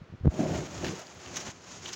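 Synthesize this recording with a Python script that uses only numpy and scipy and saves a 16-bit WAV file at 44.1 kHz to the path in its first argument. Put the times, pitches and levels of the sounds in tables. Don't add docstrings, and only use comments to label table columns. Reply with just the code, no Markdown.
import sys
import numpy as np
from scipy import signal
from scipy.fft import rfft, irfft
from scipy.io import wavfile
from scipy.ndimage import uniform_filter1d

SR = 44100
rng = np.random.default_rng(int(sys.argv[2]) if len(sys.argv) > 2 else 0)


def dump_mix(stems):
    frames = np.atleast_2d(stems).T
    limited = np.clip(frames, -1, 1)
    pcm = np.round(limited * 32767).astype(np.int16)
    wavfile.write(sys.argv[1], SR, pcm)


N = 85995


def undb(db):
    return 10 ** (np.asarray(db) / 20)


def unit(x):
    return x / np.sqrt(np.mean(x ** 2) + 1e-20)


def clock():
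    return np.arange(N) / SR


def envelope(points):
    return undb(np.interp(clock(), *np.array(points).T))


def eq(x, points):
    size = 4096
    hz, db = np.array(points, float).T
    bin_hz = np.arange(size // 2 + 1) * SR / size
    bin_db = np.interp(np.log(bin_hz + 1), np.log(hz), db)
    cepstrum = irfft(np.log(undb(bin_db)))
    cepstrum[1:size // 2] *= 2
    cepstrum[size // 2 + 1:] = 0
    impulse_response = irfft(np.exp(rfft(cepstrum)))
    return signal.fftconvolve(x, impulse_response)[:N]


def highpass(order, hz):
    return signal.butter(order, hz, "high", fs=SR, output="sos")


def shelf(x, hz, db):
    return x + (undb(db) - 1) * signal.sosfiltfilt(highpass(2, hz), x)


def band(x, hz, width_hz):
    return signal.lfilter(*signal.iirpeak(hz, hz / width_hz, fs=SR), x)


def wander(rate):
    steps = rng.standard_normal(2000)
    return unit(np.interp(clock() * rate, np.arange(len(steps)), steps))


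def patter(rate, scatter_db):
    hits = rng.random(N) < rate / SR
    size = undb(scatter_db * np.minimum(rng.standard_normal(N), 2))
    sign = rng.choice([-1, 1], N)
    return unit(hits * sign * size)


# t/s, level/dB, f/Hz, softness/s
SLAP_CUES = [(0.017, -36, 127, 0.0025), (.036, -46, 90, .002), (.099, -43, 103, 0.0018),
             (.126, -36, 105, 0.00054), (0.138, -32.5, 121, 0.00042), (0.147, -34.5, 99, 0.0005),
             (.180, -50, 130, .0015), (0.211, -32, 79, .0015), (.236, -25, 84, 0.0033),
             (0.248, -27, 95, .0022), (0.2568, -13.5, 138, 0.00051), (0.2703, -8, 103, 0.00081),
             (0.277, -14.5, 209, 0.00028), (.2830, -12.5, 63, 0.0019), (1.173, -53, 110, 0.00074),
             (1.488, -35.5, 88.5, 0.0015)]


def slaps():
    fill_cycles, swing_cycles, swing_lag_rad, crack_share = 0.6, 0.75, 0.76, 0.2
    out = np.zeros(N)
    for start, db, hz, soft_s in SLAP_CUES:
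        age = clock() - start
        after = np.maximum(age, 0)
        pull = 0.5 + 0.5 * np.tanh(age / soft_s)
        crack = 1 - np.exp(-after / soft_s)
        taut = (1 - crack_share) * pull + crack_share * crack
        fill = np.exp(np.minimum(age, 0) * hz / fill_cycles)
        damping = np.exp(-(after * hz / swing_cycles) ** 2)
        swing = -damping * np.cos(2 * np.pi * hz * after - swing_lag_rad)
        thump = signal.sosfiltfilt(highpass(1, 25), (1 - taut) * fill + taut * swing)
        out += undb(db) * thump / np.abs(thump).max()
    return out


# t/s, level/dB
BEAT_CUES = [(.391, -15), (.419, -20), (0.463, -35)]
# f/Hz, width/Hz, relative level/dB
BEAT_RING = [(164.3, 33, -1.5), (234.7, 43, 3), (294.6, 42, 0.5), (643, 59, -5.5), (689, 54, -11)]


def beats():
    out = np.zeros(N)
    for start, db in BEAT_CUES:
        age = np.maximum(clock() - start, 0)
        tone = np.zeros(N)
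        for hz, width, mode_db in BEAT_RING:
            swell = age * width * np.exp(-np.pi * width * age)
            tone += undb(mode_db) * swell * np.sin(2 * np.pi * hz * age)
        out += undb(db) * tone / np.abs(tone).max()
    return out


def sheet_ring(impacts, modes):
    body = np.zeros(N)
    for k, (hz, width, db) in enumerate(modes):
        staggered = np.roll(impacts, 97 * k)
        first_pass = band(staggered, hz, 1.75 * width)
        body += undb(db) * band(first_pass, hz, 1.72 * width)
    body = unit(body)
    power = uniform_filter1d(body ** 2, size=1800)
    return unit(body / np.sqrt(power + 0.22))


# t/s, relative level/dB
BILLOW_ENVELOPE = [(0.3, -35), (0.318, -56), (0.35, -53), (0.542, -34), (0.64, -44), (0.686, -60),
                   (0.782, -40.5), (0.818, -42.5), (0.892, -39.5), (1.066, -82), (1.176, -52), (1.228, -75),
                   (1.278, -48.5), (1.466, -62), (1.494, -63), (1.54, -74), (1.806, -53.5), (1.95, -68)]
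DRUM_ENVELOPE = [(.3, -42), (.322, -36), (.368, -40), (.40, -34), (.45, -34.5), (.51, -30.5), (.626, -36),
                 (.68, -46.5), (.8, -43), (.842, -33.5), (.924, -36.5), (1.048, -62.5), (1.22, -55.5),
                 (1.27, -49), (1.388, -46.5), (1.434, -52), (1.485, -42), (1.525, -60), (1.62, -65),
                 (1.72, -53), (1.81, -53.5), (1.91, -49), (1.95, -56)]
HOLLOW_ENVELOPE = [(0.3, -38.5), (0.378, -44), (0.396, -38), (0.46, -30), (0.474, -39), (0.552, -34.5),
                   (0.708, -53.5), (0.736, -44), (0.804, -55), (0.842, -34), (0.914, -56), (1.02, -46.5),
                   (1.034, -52.5), (1.19, -60.5), (1.48, -45.5), (1.558, -68), (1.664, -63.5), (1.95, -67)]
# f/Hz, nominal width/Hz, relative level/dB
BILLOW_RING = [(73, 9.8, -3), (91.7, 25.5, 1)]
DRUM_RING = [(157.2, 53, 0), (208.5, 36, -6), (243.5, 34, -1.5), (307, 40.4, -2), (369.6, 45, 1)]
HOLLOW_RING = [(563, 73, -3), (636.6, 26, -1.5), (701, 42, -4), (833, 125, -11.5)]


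def drumming():
    gust_s, rise_s = 0.2924, 0.06
    fade_in = np.clip((clock() - gust_s) / rise_s, 0, 1)
    billow = sheet_ring(patter(rate=600, scatter_db=8), BILLOW_RING) * envelope(BILLOW_ENVELOPE)
    drum = sheet_ring(patter(rate=700, scatter_db=1), DRUM_RING) * envelope(DRUM_ENVELOPE)
    hollow = sheet_ring(patter(rate=900, scatter_db=3), HOLLOW_RING) * envelope(HOLLOW_ENVELOPE)
    return fade_in * (billow + drum * undb(0.5) + hollow * undb(-2.5))


# t/s, relative level/dB
RUSTLE_ENVELOPE = [(.285, -76.5), (.313, -51.5), (.40, -42.5), (.48, -44), (.55, -40.5), (.63, -44),
                   (.69, -47.5), (.76, -44.5), (.80, -45), (.845, -41), (.885, -39), (.92, -43),
                   (1.01, -44.5), (1.04, -50.5), (1.16, -52.5), (1.26, -48), (1.33, -47), (1.37, -42),
                   (1.41, -42), (1.44, -46), (1.485, -40.5), (1.51, -45), (1.53, -56), (1.6, -55.5),
                   (1.73, -47), (1.81, -51.5), (1.85, -47), (1.885, -43.5), (1.91, -45.5), (1.95, -54)]
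# f/Hz, relative level/dB
FINE_EQ = [(30, -52), (200, -11), (500, 2), (1000, 5), (2000, -3), (3000, -5), (4200, -4), (5500, -1.5),
           (6700, 2.5), (9000, -12), (16000, -19.5)]
CREASE_EQ = [(30, -56), (200, -16.5), (500, 5.5), (800, 4), (1800, 3), (3000, 1.5), (4200, -7),
             (6500, -5.5), (9000, -15), (16000, -8.5)]


def rustle():
    brighten_db_per_s, sheen_fade_db_per_s, sheen_neutral_db = 7, 9.5, -57.5
    fine = unit(eq(patter(rate=13000, scatter_db=3), FINE_EQ))
    fine *= undb(-2.5 + 1.65 * wander(rate=90))
    coarse = unit(eq(patter(rate=1600, scatter_db=3), CREASE_EQ))
    coarse *= undb(-4 + 0.6 * wander(rate=50))
    strength = envelope(RUSTLE_ENVELOPE)
    ramp_s = clock() - 1
    thinned = shelf((fine + coarse) * strength, hz=4500, db=brighten_db_per_s * ramp_s)
    sheen_db = 0.02 * (20 * np.log10(strength) - sheen_neutral_db) - sheen_fade_db_per_s * ramp_s
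    return shelf(thinned, hz=8000, db=sheen_db)


# t/s, level/dB, f/Hz, decay/s
SNAP_CUES = [(0.546, -42, 1820, 0.0083), (0.846, -30.5, 1800, 0.0027), (0.853, -34.5, 2560, 0.0014),
             (.8585, -31.5, 3930, 0.00089), (.868, -32, 1890, 0.0029), (.875, -37, 3000, 0.0018),
             (0.8836, -31, 2260, 0.0024), (1.07, -44.5, 4800, 0.0026), (1.262, -40, 2870, 0.0012),
             (1.282, -40.5, 6640, 0.00096), (1.360, -35.5, 5850, 0.0046), (1.370, -28.5, 6140, 0.0074),
             (1.405, -40, 5800, 0.017), (1.86, -35.5, 3150, .005), (1.879, -41.5, 2980, 0.0034),
             (1.892, -40, 3200, 0.0069), (1.932, -35, 6250, 0.0072), (1.938, -36.5, 5100, 0.009)]
# f/Hz, relative level/dB
SNAP_EQ = [(30, -36), (300, -22), (1500, 4.5), (3000, 8), (6500, -2), (9000, -2), (16000, 5.5)]


def snaps():
    out = np.zeros(N)
    for start, db, hz, decay_s in SNAP_CUES:
        age = clock() - start
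        crackle = patter(rate=17000, scatter_db=1.5)
        bite = unit(shelf(eq(crackle, SNAP_EQ), 1.2 * hz, db=-5))
        ring = unit(band(crackle, hz, width_hz=660)) * undb(0.5)
        attack_s = 0.67 * decay_s
        burst = np.exp(np.minimum(age / attack_s, -age / decay_s))
        out += undb(db) * unit(bite + ring) * burst
    return out


# f/Hz, relative level/dB
FLUTTER_EQ = [(60, 0), (200, 4.5), (550, -2), (900, -25), (1500, -20.5), (2500, -38), (6000, -50)]


def flutter():
    peak_s, spread_s = 0.2556, 0.0061
    swell = np.exp(-0.5 * ((clock() - peak_s) / spread_s) ** 2)
    flurry = unit(eq(patter(rate=3300, scatter_db=4.5), FLUTTER_EQ))
    return flurry * swell * undb(-28.5)


# t/s, level/dB, attack and decay/s
TICK_CUES = [(0.995, -43, 0.0045), (1.148, -53, .005), (1.367, -36, 0.0012)]


def ticks():
    hiss = unit(signal.sosfilt(highpass(4, 9000), rng.standard_normal(N)))
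    spikes = sum(undb(db) * np.exp(-np.abs(clock() - at) / fade_s) for at, db, fade_s in TICK_CUES)
    return hiss * spikes


# f/Hz, relative level/dB
WIND_EQ = [(30, -26.5), (55, -12), (90, 1), (200, -2.5), (400, -5.5), (1000, -24.5), (3000, -52.5)]
DRIZZLE_EQ = [(30, -37), (300, 3), (700, 0), (1300, -0.5), (2500, -7), (6000, -19.5), (7200, -28.5),
              (16000, -24)]


def weather():
    wind = unit(eq(rng.standard_normal(N), WIND_EQ)) * undb(-58.5 + 0.8 * wander(rate=14))
    drizzle = unit(eq(rng.standard_normal(N), DRIZZLE_EQ)) * undb(-59.5)
    return wind + drizzle


def scene():
    mix = slaps() + flutter() + beats() + drumming() + rustle() + snaps() + ticks() + weather()
    return mix[None]


# f/Hz, level/dB
MIC_EQ = [(15, -20.5), (30, -4), (55, -2.5), (200, -1), (7000, 0.5), (7500, -4), (8200, -10),
          (11000, -14.5), (13700, -20.5), (15200, -11.5)]


def record(dry):
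    top_hz = 15850
    dulled = np.array([eq(channel, MIC_EQ) for channel in dry])
    return signal.sosfilt(signal.ellip(10, 0.2, 80, top_hz, fs=SR, output="sos"), dulled)


dry = scene()
out = record(dry)
dump_mix(out)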